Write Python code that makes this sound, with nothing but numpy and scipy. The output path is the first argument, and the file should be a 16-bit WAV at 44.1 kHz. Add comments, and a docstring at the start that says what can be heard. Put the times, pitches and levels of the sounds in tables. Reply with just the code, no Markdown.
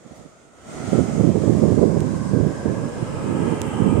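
"""Gusty wind buffets a hand-held stereo microphone on a beach, thudding and flapping in the
right port while the sheltered left one rumbles. Farther off, surf washes and foam fizzes; a small
wave spills and a new one builds. An echo off the sand colours the wash as the microphone moves.
Right at the microphone, two tiny ticks and faint rustles touch the casing."""
import sys
import numpy as np
from scipy import signal
from scipy.fft import rfft, irfft
from scipy.io import wavfile
from scipy.ndimage import uniform_filter1d

SR = 44100
rng = np.random.default_rng(int(sys.argv[2]) if len(sys.argv) > 2 else 0)


def persist_wave(psi):
    """Save psi, clipped to +-1, as 16-bit WAV."""
    counts = np.round(np.clip(psi, -1, 1) * 32767).astype(np.int16)
    wavfile.write(sys.argv[1], SR, np.atleast_2d(counts).T)


N = 176400
HOP = 256
T = np.arange(N) / SR
FRAME_S = np.arange(N // HOP + 12)[:, None] * HOP / SR
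FRAME_HZ, FULL_HZ = np.fft.rfftfreq(4 * HOP, 1 / SR), np.fft.rfftfreq(N, 1 / SR)

# Heard level of wash and fizz, stepping up as the recorder's gain opens near 0.65 s:
# time_s, wash_gain_db, fizz_gain_db
SURF_GAINS = [(0, -14.5, -19), (0.17, -12.5, -11.5), (0.35, -15.5, -19), (0.52, -16.5, -19),
              (0.63, -13, -13.5), (0.71, -2, -5.5), (0.95, 3, -2), (1.22, 3, -3), (1.35, 1, -4),
              (1.6, 4, -2.5), (1.85, 3, -5), (3.0, 2, -6), (3.3, -0.5, -6.5), (4.0, -4, -8.5)]
# Wash, foam, spilling wave and building wave, before their gains:
# frequency_hz, left_db_per_hz, right_db_per_hz
WASH_SPECTRUM = [(20, -90, -60), (92, -73, -63.5), (256, -67, -60.5), (510, -65.5, -65), (720, -71, -69),
                 (1060, -74, -72.5), (1380, -84.5, -83.5), (1680, -86, -83), (2190, -88, -90.5),
                 (2620, -103, -87.5), (3640, -99, -106), (4600, -100, -99.5), (5100, -87, -85.5),
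                 (5800, -102, -100), (16000, -125, -125)]
FIZZ_SPECTRUM = [(300, -68.5, -72.5), (1270, -80.5, -80), (2080, -86, -78.5), (3040, -86, -84),
                 (4960, -85, -84), (5090, -87.5, -80), (5400, -85, -87), (5920, -83, -80.5),
                 (7000, -83.5, -79), (8400, -78, -80.5), (9970, -86.5, -96.5), (12540, -104, -104),
                 (15500, -110, -108)]
SPILL_SPECTRUM = [(500, -88, -90), (1050, -86.5, -88), (1330, -71, -69.5), (1630, -85, -81),
                  (2070, -78.5, -76), (2760, -93, -86), (3270, -88, -81), (4670, -100, -99),
                  (5900, -88, -88), (7010, -87, -75.5), (7800, -100, -100), (11000, -112, -112)]
BREAKER_SPECTRUM = [(60, -78, -62.5), (231, -64, -45), (460, -61.5, -59.5), (875, -65.5, -66.5),
                    (1250, -69, -68), (1970, -78, -77.5), (3110, -81.5, -74.5), (3880, -108, -99.5),
                    (5370, -100, -105), (7740, -86, -80), (8650, -80, -89), (11100, -104, -103),
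                    (15500, -113, -112)]
# Echo off the sand, of the wash and of the building wave: time_s, comb_spacing_hz
WASH_ECHO = [(0, 630), (1.0, 692), (1.5, 580), (1.9, 525), (2.2, 512), (2.7, 546.3), (3.0, 528), (4.0, 537)]
BREAKER_ECHO = [(3.3, 394), (3.7, 375), (4.0, 377)]
# Hollow band in the wash: time_s, level_db_per_hz
HOLLOW_LEVELS = [(1.3, -130), (1.9, -77), (2.25, -72), (2.7, -68), (3.45, -82), (3.75, -83)]
# Rustles on the casing: centre_s, half_length_s, left_db, right_db
CASING_RUSTLES = [(.168, .025, -63, -76), (1.56, .06, -72, -62), (3.668, .035, -58, -56)]
# Tone of the rustles: frequency_hz, relative_db
RUSTLE_SPECTRUM = [(6000, -40), (9000, -3), (10700, 6), (12500, 0), (16000, -9)]
# Ticks on the casing: start_s, left_drive_db, right_drive_db, ring_t60_s
CASING_TICKS = [(2.006, -30, -15, 0.00092), (3.6174, -35, -5, 0.0011)]
# Tone of the wind in a port: frequency_hz, relative_db
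BUFFET_SPECTRUM = [(15, -17), (35, -32), (50, -27), (80, -3), (160, 0), (280, -2), (420, -5), (560, -13.5),
                   (750, -26), (1200, -41), (2500, -59), (6000, -88)]
# Heard rumble at the sheltered left port: time_s, thud_db
LEE_RUMBLE = [(0, -72), (.25, -62), (.45, -62), (.645, -57), (.68, -38.5), (.77, -46), (1.05, -36),
              (2.4, -36.5), (3.1, -36), (3.45, -30.5), (3.6, -39.5), (4, -34)]
# Heard level of the gusts at the exposed right port: time_s, thud_db, flap_db
GUSTS = [(0, -64, -59), (0.47, -66, -64), (0.645, -60, -59), (0.672, -37.5, -52), (0.78, -35, -44),
         (0.82, -23, -32), (0.91, -40, -47), (0.94, -22, -19), (1.01, -11.5, -25.5), (1.04, -22.5, -27.5),
         (1.15, -20.5, -34), (1.2, -15, -20), (1.31, -11, -19.5), (1.33, -23, -39), (1.36, -15, -19),
         (1.41, -21.5, -26.5), (1.5, -12, -21), (1.6, -22.5, -26.5), (1.65, -12, -14.5), (1.75, -18.5, -29),
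         (1.87, -16, -18), (2.0, -18.5, -30), (2.06, -19, -33), (2.3, -22, -42), (2.33, -13.5, -22),
         (2.47, -14, -23.5), (2.53, -32, -31), (2.59, -28, -48), (2.645, -29, -37), (2.68, -17, -23),
         (2.77, -24, -31.5), (2.86, -20, -42), (2.91, -39.5, -57), (3.1, -31.5, -51), (3.26, -22.5, -28),
         (3.53, -20, -22), (3.58, -30.5, -32), (3.73, -32, -39), (3.82, -13.5, -38), (4.0, -13, -20)]
# Single eddies slapping the right port: centre_s, thud_db, flap_db, half_length_s
EDDY_SLAPS = [(0.064, -37.5, -63, 0.019), (0.12, -34.5, -43, 0.014), (.17, -41, -41, 0.013),
              (0.203, -34, -40, 0.017), (0.258, -37, -41, .016), (0.884, -19.5, -25, .016),
              (0.937, -10.5, -18, 0.021), (0.984, -18, -12.5, 0.021), (1.21, -8.5, -27, 0.017),
              (1.266, -14, -37, .02), (1.364, -26, -17.5, 0.022), (1.435, -20, -14.5, 0.012),
              (1.497, -15, -16.5, 0.029), (1.572, -12.5, -23.5, 0.031), (1.629, -8.5, -17.5, 0.015),
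              (1.726, -12, -15.5, 0.024), (1.783, -12.5, -14, 0.019), (1.833, -18, -9.5, .03),
              (1.965, -13, -17, 0.02), (2.021, -15.5, -17, 0.013), (2.661, -12, -17.5, 0.0072),
              (3.027, -16.5, -25.5, 0.011), (3.816, -15, -21, 0.02), (3.865, -20, -23, 0.027),
              (3.971, -15, -13, 0.011)]


def amp(db):
    """Decibels to gain."""
    return 10 ** (np.asarray(db) / 20)


def unit_rms(x):
    """Scales to rms 1."""
    return x / np.sqrt(np.mean(x ** 2) + 1e-20)


def curve(table, time_s):
    """Every column of a time table at the given times."""
    at, *columns = np.transpose(table)
    return np.array([np.interp(time_s, at, c) for c in columns])


def colour(table, hz):
    """Every column of a spectrum table as gains at the given frequencies."""
    at, *columns = np.transpose(table)
    return amp([np.interp(np.log(hz + 1), np.log(at), c) for c in columns])


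def wander(rate_hz):
    """Smooth random motion, rms 1, up to about the given rate."""
    band = np.exp(-(FULL_HZ / rate_hz) ** 2) * FULL_HZ / (FULL_HZ + rate_hz / 10)
    return unit_rms(irfft(rfft(rng.standard_normal(N)) * band, N))


def bump(centre_s, half_length_s):
    """A bell-shaped envelope."""
    return np.exp(-2 * ((T - centre_s) / half_length_s) ** 2)


def water(spectrum, gain_db, comb_hz, echo, echo_fade_hz, shift_hz=0):
    """Patchy noise of broken water, combed by its echo off the sand."""
    noise = rng.standard_normal((5, len(FRAME_S), len(FRAME_HZ)))
    left, independent = noise[0] + 1j * noise[1], noise[2] + 1j * noise[3]
    coherence = 0.47 / (1 + (FRAME_HZ / 1360) ** 2)  # the two sides are most alike in the bass
    right = coherence * left + np.sqrt(1 - coherence ** 2) * independent
    patches = uniform_filter1d(noise[4], size=28, axis=0)
    patch_db = 1.6 * unit_rms(uniform_filter1d(patches, size=6, axis=1))
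    shimmer_db = 0.52 * unit_rms(uniform_filter1d(rng.standard_normal(FRAME_S.shape), size=12, axis=0))
    reflection = echo / (1 + (FRAME_HZ / echo_fade_hz) ** 6)
    comb = 1 / abs(1 - reflection * np.exp(2j * np.pi * (FRAME_HZ - shift_hz) / comb_hz))
    frames = np.array([left, right]) * colour(spectrum, FRAME_HZ)[:, None]
    frames *= comb * amp(gain_db + patch_db + shimmer_db)
    _, sound = signal.istft(frames.transpose(0, 2, 1), nperseg=4 * HOP, noverlap=3 * HOP)
    return sound[:, :N] * np.sqrt(3 * SR / (8 * HOP))


def surf(spill_top_s=0.89, breaker_full_s=3.45, rise_db_per_s=17):
    """Wash and foam down the beach; one wave spills and fades, and the next builds over it."""
    wash_db, fizz_db = curve(SURF_GAINS, FRAME_S)
    comb_hz = curve(WASH_ECHO, FRAME_S)[0]
    breaker_comb_hz = curve(BREAKER_ECHO, FRAME_S)[0]
    fade_db_per_s = np.where(FRAME_HZ < 5000, 16, 7.5)  # the spilled wave's treble lingers
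    spill_db = wash_db - fade_db_per_s * np.maximum(FRAME_S - spill_top_s, 0)
    swell_db = np.minimum(rise_db_per_s * (FRAME_S - breaker_full_s), 0)
    wash = water(WASH_SPECTRUM, wash_db, comb_hz, echo=0.42, echo_fade_hz=1730)
    fizz = water(FIZZ_SPECTRUM, fizz_db, comb_hz, echo=0.069, echo_fade_hz=2480)
    breaker = water(BREAKER_SPECTRUM, swell_db, breaker_comb_hz,
                    echo=0.56, echo_fade_hz=2540, shift_hz=108)
    spill = water(SPILL_SPECTRUM, spill_db, comb_hz, echo=0.26, echo_fade_hz=2400)
    return wash + fizz + breaker + spill


def hollow_wash(width_hz=167):
    """A narrow band of the wash glides with the third comb peak of the echo off the sand."""
    centre_hz = 3 * curve(WASH_ECHO, T)[0]
    carrier = np.exp(2j * np.pi * np.cumsum(centre_hz) / SR)
    band = np.array([wander(width_hz / 2) + 1j * wander(width_hz / 2) for _ in range(2)])
    return (band * carrier).real * amp(curve(HOLLOW_LEVELS, T)[0]) * np.sqrt(width_hz)


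def rustles(grain_db=9.1):
    """Short grainy hisses, very high, right on the casing."""
    grains = rng.standard_normal((2, N)) * amp(grain_db * wander(rate_hz=300))
    hiss = unit_rms(irfft(rfft(grains) * colour(RUSTLE_SPECTRUM, FULL_HZ), N))
    return hiss * sum(amp([[left_db], [right_db]]) * bump(centre_s, half_length_s)
                      for centre_s, half_length_s, left_db, right_db in CASING_RUSTLES)


def ticks(ports_hz=(8000, 6850), casing_hz=3120):
    """Each tick rings the casing and the two ports for a moment."""
    out = np.zeros((2, N))
    for start_s, left_db, right_db, t60_s in CASING_TICKS:
        age_s = np.maximum(T - start_s, 0)
        casing = amp(2) * np.sin(2 * np.pi * casing_hz * age_s)
        for channel, port_hz, drive_db in zip(out, ports_hz, (left_db, right_db)):
            ring = np.sin(2 * np.pi * port_hz * age_s) + casing
            channel += np.gradient(amp(drive_db - 60 * age_s / t60_s) * ring)
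    return out


def turbulence(flutter_db, window_samples, spike_db=3, split_hz=288):
    """Pressure in a port: the thud of large eddies and the flap of small ones, each near rms 1."""
    swirl = rng.standard_normal(N) * amp(spike_db * wander(rate_hz=120))
    spectrum = rfft(swirl) * colour(BUFFET_SPECTRUM, FULL_HZ)[0]
    thud_share = 1 / (1 + (FULL_HZ / split_hz) ** 8)
    bands = irfft(spectrum * np.array([thud_share, 1 - thud_share]), N)
    bands *= amp(flutter_db * wander(rate_hz=21.4))
    local_power = uniform_filter1d(uniform_filter1d(bands ** 2, window_samples), window_samples)
    return bands / np.sqrt(local_power)


def wind(lee_flap_db=-7):
    """Gusts and eddies hit the right port; the left one only rumbles in the lee."""
    thud, flap = turbulence(flutter_db=4.5, window_samples=2400)
    lee = amp(curve(LEE_RUMBLE, T)[0]) * (thud + amp(lee_flap_db) * flap)
    power = amp(curve(GUSTS, T)) ** 2
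    for centre_s, thud_db, flap_db, half_length_s in EDDY_SLAPS:
        power += (amp([[thud_db], [flap_db]]) * bump(centre_s, half_length_s)) ** 2
    exposed = np.sqrt(power) * turbulence(flutter_db=2.5, window_samples=1200)
    return np.array([lee, exposed.sum(0)])


def scene():
    """Wind, ticks and rustles on the microphone, surf beyond."""
    return wind() + surf() + hollow_wash() + ticks() + rustles()


def record(dry, low_cut_hz=76, band_limit_hz=16100):
    """The recorder cuts the lows, rounds peaks off under full scale, then limits the band."""
    cut = signal.sosfilt(signal.butter(2, low_cut_hz, "high", fs=SR, output="sos"), dry)
    rounded = cut / (1 + cut ** 6) ** (1 / 6)
    lowpass = signal.firwin(255, band_limit_hz, window=("kaiser", 8), fs=SR)
    return signal.oaconvolve(rounded, lowpass[None], "same")


dry = scene()
out = record(dry)
persist_wave(out)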